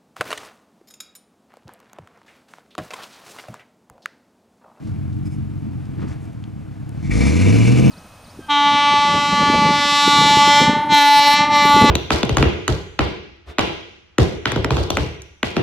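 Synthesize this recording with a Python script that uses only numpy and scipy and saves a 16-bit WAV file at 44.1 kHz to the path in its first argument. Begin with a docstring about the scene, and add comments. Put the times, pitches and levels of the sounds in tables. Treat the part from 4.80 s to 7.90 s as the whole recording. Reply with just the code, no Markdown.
"""An engine idles close by, with soft scuffs, two faint squeaks and some ticks around it.
At idle, uneven firings from two cylinder banks boom in the exhaust over a whirr.
Then the engine slows and sags, and last it revs up hard: stronger firings ring the pipe
around a clean firing tone, while rushing gas rasps and hisses. Filtered noise and pulses plus
one clean tone; one engine-speed curve paces the firings, and tables time the rest."""
import sys
import numpy as np
from scipy import signal
from scipy.fft import rfft, irfft
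from scipy.io import wavfile
from scipy.ndimage import uniform_filter1d

SR = 44100
rng = np.random.default_rng(int(sys.argv[2]) if len(sys.argv) > 2 else 0)


def master(y):
    """Save y as 16-bit WAV."""
    cut = np.clip(np.atleast_2d(y).T, -1, 1)
    pcm = np.round(cut * 32767)  # scale
    wavfile.write(sys.argv[1], SR, pcm.astype(np.int16))


N = 136710  # length in samples, 3.1 s
T = np.arange(N) / SR  # time of each sample, s
FREQS = np.maximum(np.fft.rfftfreq(2 * N, 1 / SR), 1)  # filter frequencies, Hz, kept above zero

# gas flow under throttle: (time [s], rasp level [dB], hiss level before its trim [dB])
GAS_FLOW = [(0, -97, -83), (2.1, -98, -75), (2.255, -51, -52.5), (2.272, -46, -47), (2.302, -45, -50),
            (2.313, -27.5, -37.5), (2.37, -36.5, -33.5), (2.42, -29.5, -35), (2.49, -30, -31),
            (2.52, -32, -36.5), (2.66, -29, -34.5), (2.85, -27, -32.5), (2.92, -31, -35.5),
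            (3.1, -30.5, -38.5)]
# exhaust under throttle: (time [s], boom level before its trim [dB], firing tone level before its trim [dB])
THROTTLE_LEVEL = [(0, -90, -73), (2.15, -106, -70), (2.26, -46.5, -44), (2.33, -22, -22),
                  (2.45, -18.5, -19), (2.6, -18.5, -19.5), (2.74, -15.5, -17), (2.87, -18, -13),
                  (3.1, -14.5, -17.5)]


def undb(db):
    """Turn decibels into a gain."""
    return 10 ** (np.asarray(db) / 20)


def unit(x):
    """Scale a sound to an average strength (rms) of 1."""
    return x / (np.std(x) + 1e-12)


def curve(rows, axis=1):
    """Join one column of a table by straight lines in time."""
    rows = np.array(rows, float)
    return np.interp(T, rows[:, 0], rows[:, axis])


def over_hz(rows):
    """Join a table by straight lines over log frequency."""
    rows = np.array(rows, float)
    return np.interp(np.log(FREQS), np.log(rows[:, 0]), rows[:, 1])


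def through(x, response):
    """Filter a sound by a frequency response, padded so that its end does not wrap around."""
    return irfft(rfft(x, 2 * N) * response)[:N]


def colour(rows):
    """Build a filter with the given spectrum that only acts after its input (minimum phase)."""
    cepstrum = irfft(np.log(undb(over_hz(rows))))
    return np.exp(rfft(2 * cepstrum[:N], 2 * N) - cepstrum[0])


def resonances(rows):
    """Add up resonators side by side; each dB sets the power that one passes from white noise."""
    total = 0
    for hz, width, db in rows:
        ring = 1 + 1j * (FREQS ** 2 - hz ** 2) / (FREQS * width)
        total = total + undb(db) / np.sqrt(width) / ring
    return total


def noise(response):
    """Make filtered noise of rms 1."""
    return unit(through(rng.standard_normal(N), response))


def band(hz, octaves):
    """Make a bell-shaped response around a centre, leaning towards the low side."""
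    bell = np.exp(-(np.log2(FREQS / hz) / octaves) ** 2 / 2)
    return bell / np.sqrt(1 + FREQS / hz)


def walk(rate):
    """Wander smoothly at random with a spread of 1; a higher rate (Hz) wanders faster."""
    return noise(np.exp(-(FREQS / rate) ** 2))


def swell(at, half):
    """Rise and fall in a smooth bell shape around a moment."""
    return np.exp(-((T - at) / half) ** 2 / 2)


def whirr(puff):
    """Coloured noise behind the idle, fairly even at first and louder towards the end."""
    # spectrum: (frequency [Hz], relative level [dB])
    spectrum = [(25, 0), (100, 0), (400, 7), (560, 1.5), (720, 4.5), (1000, -4), (1400, -4), (1900, -9.5),
                (2400, -9.5), (3300, -16.5), (6000, -22.5), (10000, -27.5), (12500, -36), (16000, -21)]
    # loudness: (time [s], level [dB])
    level = [(0, -46), (.7, -47.5), (1.4, -45), (1.7, -48.5), (2.1, -46.5), (3.1, -34)]
    # the puffs make it pulse slightly with each firing
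    return noise(colour(spectrum)) * puff ** 0.36 * undb(curve(level) + .5 * walk(30))


def scuffs():
    """Soft bands of noise swell and fade, with a fast random flicker that makes them grainy."""
    # (time [s], half length [s], level [dB], centre [Hz], width [octaves])
    scuff_rows = [(0.077, 0.034, -61.5, 4750, 0.73), (1.224, 0.029, -43, 930, 0.98),
                  (1.233, .04, -28, 225, 0.59), (1.218, 0.023, -58, 4200, 0.61),
                  (1.307, 0.025, -53.5, 5300, 0.62), (1.31, 0.037, -45.5, 900, 1.04),
                  (1.44, 0.022, -61.5, 7500, 0.63)]
    out = np.zeros(N)
    for at, half, db, hz, octaves in scuff_rows:
        grain_db = 2.36 * walk(150)
        out += noise(band(hz, octaves)) * undb(db + grain_db) * swell(at, half)
    return out


def squeaks():
    """Thin squeaks: noise through a set of resonances swells and fades."""
    # (time [s], half length [s], level [dB])
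    squeak_rows = [(0.468, 0.011, -51), (0.531, 0.018, -54)]
    # resonances: (frequency [Hz], width [Hz], relative level [dB])
    modes = [(2360, 220, 6), (5160, 220, 4), (6300, 320, -0.5), (7300, 300, -2), (8700, 170, -0.5),
             (10300, 300, -17)]
    out = np.zeros(N)
    for at, half, db in squeak_rows:
        out += noise(resonances(modes)) * undb(db) * swell(at, half)
    return out


def ticks():
    """Ticks: a band of noise starts abruptly and dies away at once."""
    # (time [s], level at the start [dB], centre [Hz], width [octaves], decay [s])
    tick_rows = [(.161, -51, 2320, 0.13, 0.0031), (.328, -54, 4230, 0.61, 0.0094),
                 (1.055, -48, 5160, 0.75, .0015), (1.531, -54, 7900, .9, 0.0022),
                 (1.64, -39.5, 2650, 0.82, 0.0014), (2.0928, -35.5, 4001, 2.5, 0.00056)]
    out = np.zeros(N)
    for at, db, hz, octaves, decay in tick_rows:
        out += noise(band(hz, octaves)) * undb(db) * (T >= at) * np.exp(-np.abs(T - at) / decay)
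    return out


def firings(turns, hz, jitter, scatter_db, burble):
    """Each firing gives a pulse and a puff of turbulence; returns their mix and the puff's envelope."""
    # order in which the two cylinder banks fire: one bank number (0 or 1) per firing
    bank_order = np.array([0, 1, 0, 0, 1, 0, 1, 1])
    lag_s, bank_db = .0017, -1  # the second bank's pipe is longer and weaker, so the beat lopes
    count = np.arange(1, int(turns[-1]))
    chance = rng.standard_normal((400, 2))[count]
    bank = bank_order[count % len(bank_order)]

    at_s = np.interp(count + jitter * chance[:, 0], turns, T) + bank * lag_s
    at = np.sort(np.minimum((at_s * SR).astype(int), N - 1))  # in samples
    size = undb(bank * bank_db + scatter_db * chance[:, 1])
    pulses = np.zeros(N)
    pulses[at] = size * np.sqrt(SR / hz[at])  # keeps the power even as firings crowd together

    last = np.maximum(np.searchsorted(at, np.arange(N), side="right") - 1, 0)  # latest firing
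    cycles_since = np.abs(T - at[last] / SR) * hz
    # each puff fades with the firing cycle, on top of a constant flow
    puff = uniform_filter1d(size[last] * (1 + np.exp(-cycles_since)), size=24)
    turbulence = unit(puff * rng.standard_normal(N))
    drive = unit(burble * turbulence - unit(pulses))
    return drive, puff / np.sqrt(np.mean(puff ** 2))


def idle_boom(drive):
    """Soft firings boom in the silencer, which acts as a filter."""
    # spectrum: (frequency [Hz], relative level [dB])
    spectrum = [(20, -28), (44, -13.5), (62, -7.5), (82, -0.5), (125, 3), (155, -2), (180, -8), (210, -1),
                (240, -10.5), (315, -7.5), (345, -20.5), (385, -47), (600, -44.5), (1500, -65.5)]
    # loudness: (time [s], level [dB])
    level = [(0, -26), (.45, -24), (1.15, -27.5), (1.25, -24.5), (1.45, -30.5), (1.95, -30.5), (2.2, -27),
             (2.29, -19), (2.4, -31.5), (3.1, -45)]
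    return unit(through(drive, colour(spectrum))) * undb(curve(level))


def idle(turns, hz):
    """The idling engine: exhaust boom over a whirr, both paced by the same firings."""
    # jitter in firing cycles, scatter in dB, burble as turbulence against pulses
    drive, puff = firings(turns, hz, jitter=.022, scatter_db=.95, burble=1)
    return whirr(puff) + idle_boom(drive)


def gas_hiss(puff):
    """Rushing gas: broad noise and thin flickering rings, pulsing with the puffs."""
    # spectrum of the broad part: (frequency [Hz], relative level [dB])
    spectrum = [(200, -14), (800, 5), (1700, 6), (2600, -6.5), (3150, -3), (3600, 5), (3900, -4),
                (4200, -4.5), (4600, 1.5), (5800, 2), (7000, -2.5), (7800, -4), (10000, -5), (11500, -15.5),
                (12600, -56), (14500, -49), (16000, -36)]
    # thin rings: (frequency [Hz], width before double filtering [Hz], level against the broad part [dB])
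    rings = [(4193, 340, -10.5), (5290, 240, -15.5), (5934, 360, -13.5), (6440, 300, -15), (7200, 360, -14)]
    hiss = noise(colour(spectrum))
    for hz, width, db in rings:
        ring = noise(resonances([(hz, width, 0)]) ** 2)  # squared: filtered twice, so narrower
        hiss = hiss + ring * undb(db + 3.0 * walk(24))
    trim_db = -1.3
    return hiss * undb(curve(GAS_FLOW, axis=2) + trim_db + 1.1 * walk(27)) * puff ** 0.73


def gas_rasp(hz, puff):
    """Gas excites resonances in a band that climbs with engine speed; each puff rasps."""
    # (frequency [Hz], width before double filtering [Hz], level before the climbing band [dB])
    modes = [(1923, 150, 4.5), (2137, 136, 3.5), (2286.3, 64, 0.5), (2380, 150, 0), (2520, 69, -8.5),
             (2660, 130, -2.5), (2875, 210, -1)]
    centre = 2022 + 4.42 * hz  # middle of the excited band, Hz
    octaves = .2  # spread of that band
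    rasp = np.zeros(N)
    for mode_hz, width, db in modes:
        excited = np.exp(-(np.log2(mode_hz / centre) / octaves) ** 2 / 2)
        rasp += noise(resonances([(mode_hz, width, 0)]) ** 2) * undb(db) * excited
    flutter_db = -.46 * walk(40)
    return unit(rasp) * undb(curve(GAS_FLOW) + flutter_db) * puff


def firing_tone(turns):
    """A clean tone with one swing per firing, its strength wavering a little."""
    tone = -np.cos(2 * np.pi * turns) * undb(2.0 + 1.2 * walk(14.04))
    return tone * undb(curve(THROTTLE_LEVEL, axis=2))


def throttle_boom(drive):
    """Hard firings boom in the exhaust and ring the pipe's resonances."""
    # spectrum: (frequency [Hz], relative level [dB])
    spectrum = [(20, -24), (45, -8.5), (85, -3), (125, -0.5), (160, -1.5), (200, 1.5), (290, -2),
                (380, -12), (500, -14.5), (560, -22.5), (660, -19), (900, -31), (1600, -44), (4000, -82)]
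    # pipe resonances: (frequency [Hz], width [Hz], level before the throttle curve [dB])
    pipe = [(207.4, 13, -14.5), (470.4, 11.28, -9.5), (988, 19, -28), (1190, 28, -30)]
    boom = unit(through(drive, colour(spectrum))) * undb(3.0)
    for row in pipe:
        boom = boom + undb(row[2]) * unit(through(drive, resonances([row])))
    return boom * undb(curve(THROTTLE_LEVEL))


def rev(turns, hz):
    """The revving engine: boom, firing tone, rasp and hiss, all following the engine speed."""
    drive, puff = firings(turns, hz, jitter=.025, scatter_db=1.6, burble=.6)
    return gas_hiss(puff) + gas_rasp(hz, puff) + firing_tone(turns) + throttle_boom(drive)


def ports(sound):
    """A sound at two close microphone ports, with a little scatter from the surroundings."""
    # phase by which the left port leads: (frequency [Hz], phase [radians])
    lead = [(40, 1.2), (130, 1.3), (200, 1.6), (470, 1.85), (700, 1.7), (1000, 1.32), (1900, .9),
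            (2400, .6), (3700, .12), (5000, .2), (7000, .04), (10000, -.1), (11500, -.65), (15000, -.2)]
    # left minus right: (frequency [Hz], level difference [dB])
    balance = [(40, 3.5), (120, 0.8), (400, 0), (1000, 1.5), (2300, 2.5), (4000, 2.6), (10000, -.4)]
    scatter_db, decay_s = -19, .027
    channels = []
    for side in (1, -1):  # left, right: each takes half of the difference
        port = undb(side * over_hz(balance) / 2) * np.exp(1j * side * over_hz(lead) / 2)
        tail = rng.standard_normal(N) * np.exp(-T / decay_s)
        scatter = undb(scatter_db) * rfft(tail / np.linalg.norm(tail), 2 * N)
        channels.append(through(sound, port + scatter))
    return np.array(channels)


def scene():
    """One engine speed drives the idle and the rev; small sounds lie on top."""
    # engine speed before a slight random drift: (time [s], firings per second [Hz])
    speed = [(0, 42.32), (.56, 46.61), (.93, 45.27), (1.04, 44.57), (1.22, 44.8), (1.5, 42.18),
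             (1.66, 36.92), (1.81, 33.43), (1.99, 33.27), (2.15, 35.25), (2.24, 40.99), (2.3, 47.57),
             (2.41, 62.43), (2.5, 77.32), (2.604, 91.53), (2.72, 105.1), (2.854, 117.9), (3.1, 137.3)]
    hz = curve(speed) * (1 + .004 * walk(12))
    turns = np.cumsum(hz) / SR  # firing cycles so far
    small_sounds = scuffs() + squeaks() + ticks()
    return ports(small_sounds + idle(turns, hz) + rev(turns, hz))


def record(dry):
    """The recorder rounds the very highest peaks, adds faint hiss, dulls and cuts the top."""
    # tone of the microphone's top end: (frequency [Hz], level [dB])
    mic_top = [(11000, 0), (12700, -4), (14000, -7), (16000, -7)]
    ceiling = .88  # largest value the rounding lets through
    hiss_db, top_hz = -68, 15600  # hiss before the filters; start of the steep cut
    rounded = dry / (1 + (dry / ceiling) ** 6) ** (1 / 6)
    heard = []
    for channel in rounded:
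        hissy = channel + undb(hiss_db) * rng.standard_normal(N)
        heard.append(through(hissy, undb(over_hz(mic_top))))
    steep_cut = signal.ellip(12, .1, 80, top_hz, fs=SR, output="sos")
    return signal.sosfilt(steep_cut, heard)


dry = scene()
out = record(dry)
master(out)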